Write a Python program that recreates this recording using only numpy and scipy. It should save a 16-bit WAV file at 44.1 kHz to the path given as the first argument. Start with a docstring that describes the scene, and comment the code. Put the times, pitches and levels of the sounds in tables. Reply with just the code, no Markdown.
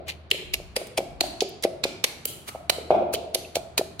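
"""A wooden pestle pounds shredded vegetables in a mortar, about 4.5 strokes a second, close to a stereo
microphone. Each stroke crushes wet fibres in a short crunch; then the pestle meets the bowl with a dull
knock and may bounce. One stroke hits the bare bowl and rattles it. The hard-walled kitchen rings after
every blow. Underneath lie room tone, a low hum and two soft handling rumbles."""
import sys
import numpy as np
from scipy import signal
from scipy.fft import rfft, irfft, next_fast_len
from scipy.io import wavfile
from scipy.ndimage import map_coordinates

SR = 44100
rng = np.random.default_rng(int(sys.argv[2]) if len(sys.argv) > 2 else 0)


def digitize_waveform(pressure):
    """Quantize a signal to 16-bit integers and store it at the path in sys.argv[1].

    Rows of a 2-D input are taken as channels; values are limited to [-1, 1].
    """
    field = np.atleast_2d(pressure).T
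    bounded = np.clip(field, -1, 1)
    quanta = np.round(bounded * 32767).astype(np.int16)
    wavfile.write(sys.argv[1], SR, quanta)


N = 176400

# How alike the two channels are, for the room's ring and for the background noise.
# Each row: frequency in Hz, left-right correlation.
ROOM_LIKENESS = [(100, 1), (400, 0.74), (700, 0.34), (1300, 0), (10000, 0.074)]
BACKGROUND_LIKENESS = [(45, 0.05), (120, 0.98), (400, 0.76), (1500, 0.033)]


def amp(db):
    """Decibels to gain."""
    return 10 ** (np.asarray(db) / 20)


def unit(x):
    """Scale to rms 1."""
    return x / np.sqrt(np.mean(x ** 2) + 1e-20)


def along(points, hz):
    """Read (Hz, value) points on a log-frequency axis."""
    freqs, values = np.transpose(points)
    return np.interp(np.log(hz + 1), np.log(freqs + 1), values)


def bump(hz, centre_hz, octaves):
    """A bell curve on a log-frequency axis."""
    return np.exp(-(np.log2((hz + 1) / centre_hz) / octaves) ** 2)


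def wander(x, spacing, count):
    """A random curve over x, drawn through evenly spaced points."""
    return np.interp(x, spacing * np.arange(count), rng.standard_normal(count))


def filtered(x, response):
    """Filter x by a function of frequency."""
    n = x.shape[-1]
    size = next_fast_len(n + 4096)
    return irfft(rfft(x, size) * response(np.fft.rfftfreq(size, 1 / SR)), size)[..., :n]


def resonate(x, gain):
    """Minimum-phase filter with one gain per FFT bin: resonances ring only after they are struck."""
    cepstrum = irfft(np.log(gain))
    size = len(cepstrum)
    fold = 1 + np.sign(size / 2 - np.arange(size))
    fold[0] = 1
    return irfft(rfft(x, size) * np.exp(rfft(cepstrum * fold)), size)[..., :x.shape[-1]]


def add(track, start, sound):
    """Mix a sound into the track from a start in seconds."""
    i = round(start * SR)
    sound, i = sound[..., max(-i, 0):], max(i, 0)
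    track[:, i:i + sound.shape[-1]] += sound[..., :max(N - i, 0)]


def stereo_noise(colour, likeness, size):
    """Coloured noise with a given likeness between the channels."""
    def mid_side_gain(hz):
        angle = np.arccos(np.clip(along(likeness, hz), -1, 1)) / 2
        return amp(along(colour, hz)) * [np.cos(angle), np.sin(angle)]
    mid, side = filtered(rng.standard_normal((2, size)), mid_side_gain)
    return np.array([mid + side, mid - side])


def close_mic(x, pan_db=0, left_lead_s=0):
    """The microphone's two ports hear a near sound with different colour and timing."""
    # Imbalance of the ports. Each row: frequency in Hz, left over right in dB.
    ports = [(500, .9), (1600, -1.5), (2500, 2), (3400, -3), (4500, -6), (7000, -4.5), (8500, 1),
             (10000, 5), (12000, 2), (15000, 0)]
    sides = np.array([[.5], [-.5]])
    balance = lambda hz: amp(sides * (pan_db + along(ports, hz)))
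    return filtered(x, lambda hz: balance(hz) * np.exp(2j * np.pi * hz * left_lead_s * sides))


def knocks():
    """The pestle meets the bowl: a cushioned blow, a faint ring, a wooden tick, a thud in the counter."""
    # Blows, bounces and, about 28 ms after some blows, their echoes off the walls. Each row: start in seconds,
    # level in dB, pitch in Hz, swell in seconds, room send in dB.
    blows = [(-.06, -8.5, 546, 0.0021, -11), (.317, -27, 415, 0.0043, 1), (.344, -28, 547, 0.0028, -2),
             (.541, -28, 480, 0.0013, -0.5), (.600, -30.5, 520, 0.0015, -16),
             (.767, -18.5, 500, 0.0031, -2), (.8145, -24, 590, 0.002, -18), (.9785, -15, 680, .0017, -15),
             (.9882, -12.5, 540, 0.0013, -7.5), (1.0042, -21.5, 585, 0.0018, -1),
             (1.2115, -23, 348, 0.0029, -4.5), (1.212, -19.5, 685, 0.0026, -2.5),
             (1.238, -21.5, 684, 0.0026, -5.5), (1.4195, -19.5, 714, 0.003, -10),
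             (1.4203, -12.5, 424, 0.003, -9.5), (1.643, -22, 551, 0.0023, 6.5),
             (1.6503, -7, 496, 0.0015, -19), (1.8528, -13.5, 513, 0.0013, -7.5),
             (2.043, -22, 503, 0.0025, -3), (2.257, -30, 477, 0.0019, 4), (2.549, -23, 632, 0.0018, -3.5),
             (2.557, -25, 653, 0.0015, -23), (2.698, -16.5, 590, 0.0015, -1.5),
             (2.783, -23, 477, 0.0025, 0.5), (2.9053, -3, 603, .0013, 3), (2.913, -9, 654, 0.0015, -2),
             (2.9185, -14, 540, 0.0022, -2), (2.9455, -13.5, 640, 0.00324, -4.5),
             (3.02, -17, 564, 0.0044, -5), (3.227, -27.5, 588, 0.0022, 4), (3.139, -20.5, 460, 0.0036, 1),
             (3.348, -24, 532.5, 0.0017, 2), (3.356, -18, 577, 0.0016, -12.5),
             (3.557, -18.5, 620, 0.0016, -2.5), (3.5673, -13, 570, 0.0015, -18),
             (3.793, -15, 414, 0.0025, -10.5), (3.8113, -16.5, 635, 0.0021, -12.5)]
    # The bowl's modes. 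Each row: frequency in Hz, level in dB, seconds to fall 60 dB.
    bowl_modes = [(365.7, -26, 0.19), (572.5, -21.5, 0.21), (657.6, -18.5, 0.11), (805, -23.5, .08),
                  (1316, -48, 0.13), (2310, -34.5, 0.061)]
    # Wood touching the bowl. Each row: frequency in Hz, level in dB.
    tick_colour = [(100, -21), (700, -2), (1000, -11), (1300, 0), (1600, -4.5), (1900, -27), (2300, 0.5),
                   (3000, -9), (4000, -14), (6000, -27), (16000, -36)]
    thud_hz, thud_s, tick_s = 167, .0072, .0084
    track = np.zeros((2, N))
    t = np.arange(SR // 4) / SR
    for start, db, hz, swell, send_db in blows:
        u = t / swell
        blow = -u ** 2 * np.exp(2 * (1 - u)) * np.cos(2 * np.pi * hz * (t - swell))
        ring = np.zeros(len(t))
        for mode_hz, mode_db, t60 in bowl_modes:
            fade = amp(mode_db + rng.normal(0, 2)) * np.exp(-np.log(1000) * t / t60)
            shifted_hz = mode_hz * (1 + rng.normal(0, .025))  # by the filling and the holding hand
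            ring += fade * np.sin(2 * np.pi * (shifted_hz * t + rng.random()))
        thud = amp(-29.5) * np.exp(-t / thud_s) * np.sin(2 * np.pi * thud_hz * t)
        tick = amp(-25) * np.exp(-t / tick_s) * unit(stereo_noise(tick_colour, ROOM_LIKENESS, len(t)))
        onset = 1 - np.exp(-u ** 2)
        knock = amp(db + .5) * (blow + onset * (ring + thud + tick))
        add(track, start, close_mic(knock, left_lead_s=-.00001))
        add(track, start, amp(send_db) * kitchen(knock[0]))
    return track


def kitchen(x):
    """Hard walls answer a blow: the ring builds up, and its uneven treble dies first."""
    # Reverberation time. Each row: frequency in Hz, seconds to fall 60 dB.
    decay_times = [(100, 0.91), (600, 0.91), (1500, 0.83), (3000, 0.59), (5000, 0.56), (9000, 0.49),
                   (15000, 0.33)]
    # Colour of the room's ring. Each row: frequency in Hz, level in dB.
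    colour = [(80, -2), (170, 9.5), (260, 6), (370, 2.5), (470, -6), (570, -6), (660, 4.5), (780, 0.5),
              (950, 0), (1300, 3), (1800, -2.5), (2600, -1), (5000, -0.5), (10000, -2), (16000, -6.5)]
    # Lingering treble resonances. Each row: frequency in Hz, ripple depth in dB.
    ripple_depth = [(1000, 0), (4000, 1), (7000, 2.4)]
    build_s, ripple_spacing_hz = .017, 330
    hz, t, spectrum = signal.stft(stereo_noise(colour, ROOM_LIKENESS, SR), SR, nperseg=256)
    t60 = along(decay_times, hz)[:, None]
    fade = np.exp(-np.log(1000) * t / t60) * (1 - np.exp(-(t / build_s) ** 2))
    fade /= np.sqrt(SR * np.mean(fade ** 2, axis=1, keepdims=True))
    ripple = amp(along(ripple_depth, hz) * wander(hz, ripple_spacing_hz, len(hz)))
    tail = signal.istft(spectrum * fade * ripple[:, None], SR, nperseg=256)[1]
    return amp(-1.5) * signal.fftconvolve(x[None], tail, axes=1)


def room_tone():
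    """The kitchen's steady noise, mostly bass."""
    # Each row: frequency in Hz, level in dB.
    colour = [(20, -14), (45, -2.5), (75, 4.5), (110, 2.5), (160, 2.5), (250, -6.5), (600, -13),
              (1100, -14), (2500, -22), (4500, -25.5), (7000, -62)]
    return amp(-50.5) * unit(stereo_noise(colour, BACKGROUND_LIKENESS, N))


def hum():
    """A low tone in the background swells and wavers."""
    # Each row: time in seconds, level change in dB.
    swell = [(0, 7.5), (.28, 16.5), (.4, -0.5), (2.3, -17), (2.7, 8), (3.2, 3), (4, 5)]
    hum_hz = 78.9
    t = np.arange(N) / SR
    waver_db = 2.5 * map_coordinates(rng.standard_normal(40), [t * 4], mode="nearest")
    return amp(-56 + np.interp(t, *np.transpose(swell)) + waver_db) * np.sin(2 * np.pi * hum_hz * t)


def snaps():
    """Single fibres break as the pestle touches, presses or leaves the heap."""
    # Each row: start in seconds, level in dB, band centre in Hz, band width in octaves.
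    fibres = [(.082, -27.5, 3500, 2.2), (0.093, -29, 3480, 1.2), (0.304, -32, 3960, 1.5),
              (0.87, -36, 7000, 2.4), (1.208, -15, 4070, 0.076), (1.4062, -14.5, 4330, 0.58),
              (1.422, -27.5, 7950, 1.2), (1.491, -38, 11600, 0.33), (1.625, -26, 5070, 1.4),
              (2.255, -16, 13200, 0.33), (3.449, -31, 2640, 0.11)]
    decay_s, send_db = .0051, -28
    track = np.zeros((2, N))
    t = np.arange(SR // 25) / SR
    for start, db, centre_hz, octaves in fibres:
        band = unit(filtered(rng.standard_normal(len(t)), lambda hz: bump(hz, centre_hz, octaves)))
        snap = amp(db) / 2 * np.exp(-t / decay_s) * band
        add(track, start, close_mic(snap))
        add(track, start, amp(send_db) * kitchen(snap))
    return track


def crunches():
    """Wet fibres snap ever harder as the pestle sinks in, then give way and settle."""
    # Each row: peak time, rise and decay in seconds; level, hollowness, bite, fizz, left over right and
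    # room send in dB; cavity pitch in Hz and boost in dB; overtone pitch in Hz and boost in dB.
    strokes = [(.094, 0.0086, 0.015, -22.5, -9, 3, -12, 2, -17.5, 2740, -0.5, 4360, 2),
               (.3131, 0.00078, 0.0024, -15, -12, 4, -8.5, 1, -5, 3000, 3.5, 4130, 7),
               (0.5382, 0.0019, 0.006, -13.5, -14, -3.5, -8, .5, -15, 2380, 6, 2761, 9.5),
               (0.7641, 0.0022, .0063, -17, -4, -2.5, -7.5, 1, -7, 9400, 7, 4850, 7),
               (0.9779, 0.0024, 0.006, -15.5, -8.5, -6, -7, 2, -12.5, 2300, 10.5, 3380, 5),
               (1.209, 0.0015, 0.0028, -13.5, -6, -5, -6, 2, -6, 4400, 5, 4210, 6),
               (1.4064, 0.0002, 0.0067, -12, -22.5, -10.5, -22.5, -1, -6, 3340, 2.5, 10800, 4),
               (1.6404, 0.0047, 0.0051, -15, -12.5, -7, -10, 1, -15, 2040, 10.5, 9900, 4),
               (1.8405, 0.0025, 0.0047, -9.5, -13, -10, -17.5, -0.5, -8, 2410, 10, 1390, 10),
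               (2.042, 0.0011, 0.0026, -9.5, -9, -2, -7, 2, -10, 4360, -1.5, 5800, 8.5),
               (2.2554, 0.0012, 0.0013, -23.5, -13.5, -7.5, 6.5, -3, -0.5, 3010, 10, 1337, 14),
               (2.488, 0.0085, 0.0076, -26.5, 0, -4.5, -1.5, -0.5, -6, 1310, 6.5, 1291, 6),
               (2.6982, 0.00094, 0.0025, -11, -2.5, -3, -5, -3.5, -9.5, 4170, 6.5, 3060, 4),
               (3.1385, 0.0038, 0.0062, -18, -3, -17, -1.5, -1.5, -35, 2540, 15.5, 3026, 5),
               (3.146, 0.00034, 0.0094, -23, -25, -2, -12, -1, -4, 4550, 2.5, 3120, 3),
               (3.3482, .0023, 0.0047, -11, -17, -9.5, -11.5, -1, -8.5, 11200, 9.5, 6200, 5),
               (3.556, .003, 0.0097, -14, -17, -8, -9.5, 0, -14.5, 2350, 5, 3440, 3.5),
               (3.7788, 0.0015, 0.0071, -10, -7, -8, -7, 0.5, -15, 2430, 2, 1770, 9),
               (3.999, 0.003, 0.0033, -24, -7, -7.5, -7.5, 1.5, -7, 4030, 10, 4000, 4)]
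    # Colour of a crunch inside the bowl. Each row: frequency in Hz, level in dB.
    bowl_colour = [(100, -10.5), (400, 5.5), (900, 5.5), (1300, 0.5), (1750, 2.5), (2000, 6.5), (2300, 8.5),
                   (2650, 6.5), (3050, 6.5), (3500, 3.5), (4200, 4), (5300, -3), (6600, -1.5), (8200, -2),
                   (10000, 1), (13000, -1), (16000, -8.5)]
    # Frequencies in Hz of hollowness, bite, a neutral point and fizz.
    tint_hz = [1400, 2600, 5000, 11500]
    # The pestle wanders before the microphone. Each row: time in seconds, left channel's lead in seconds.
    left_lead = [(0, 0.00034), (2.6, -0.00048), (3.1, .00008), (4, .00006)]
    grain_db, grain_s, stereo_spread = 5.5, .0004, .65
    lead_in_s, settle_db, settle_s = .04, -28, .014
    ripple_db, ripple_spacing_hz = 1.9, 170
    track = np.zeros((2, N))
    t = np.arange(SR // 7) / SR - lead_in_s
    before, after = np.maximum(-t, 0), np.maximum(t, 0)
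    hz = np.fft.rfftfreq(16384, 1 / SR)
    pulse = signal.unit_impulse(len(t), round(lead_in_s * SR))  # the room gets all directions evenly
    for (peak, rise, decay, db, hollow_db, bite_db, fizz_db, pan_db, send_db,
         cavity_hz, cavity_db, overtone_hz, overtone_db) in strokes:
        press = np.exp(-(before / rise) ** 1.1)
        release = np.exp(-after / decay) + amp(settle_db) * np.exp(-after / settle_s)
        grain = amp(grain_db * wander(t - t[0], grain_s, len(t)))
        mid, side = rng.standard_normal((2, len(t))) * press * release * grain
        crackle = np.array([mid + stereo_spread * side, mid - stereo_spread * side])
        crackle /= np.sqrt(np.sum(crackle ** 2) / 2)
        tint = along(list(zip(tint_hz, (hollow_db, bite_db, 0, fizz_db))), hz)
        ripple = ripple_db * wander(hz, ripple_spacing_hz, SR // 200)  # bowl resonances shift each stroke
        cavity = cavity_db * bump(hz, cavity_hz, octaves=.14)  # the gap under the pestle
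        overtone = overtone_db * bump(hz, overtone_hz, octaves=.06)  # favoured by the spot of contact
        gain = amp(db + 23.5 + along(bowl_colour, hz) + tint + ripple + cavity + overtone)
        left_lead_s = np.interp(peak, *np.transpose(left_lead))
        add(track, peak - lead_in_s, close_mic(resonate(crackle, gain), pan_db, left_lead_s))
        add(track, peak - lead_in_s, amp(send_db) * kitchen(resonate(pulse, gain)))
    return track


def handling_rumbles():
    """Handling noise: two soft swells of deep bass."""
    # Each row: peak time in seconds, half length in seconds, level in dB.
    swells = [(0.57, 0.15, -42), (1.2, 0.13, -44.5)]
    # Each row: frequency in Hz, level in dB.
    colour = [(20, -14), (45, 20), (70, 14.5), (130, -26), (300, -69), (2000, -78)]
    t = np.arange(N) / SR
    level = sum(amp(db) * np.exp(-((t - peak) / half) ** 2) for peak, half, db in swells)
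    return level * unit(stereo_noise(colour, BACKGROUND_LIKENESS, N))


def scene():
    """The mortar up close, the kitchen behind it."""
    return crunches() + snaps() + knocks() + hum() + handling_rumbles() + room_tone()


def record(dry):
    """The recorder rounds off the highest peaks and cuts the top treble."""
    ceiling, top_hz = .8, 16000
    rounded = dry / (1 + (dry / ceiling) ** 6) ** (1 / 6)
    return filtered(rounded, lambda hz: 1 / np.sqrt(1 + (hz / top_hz) ** 120))


dry = scene()
out = record(dry)
digitize_waveform(out)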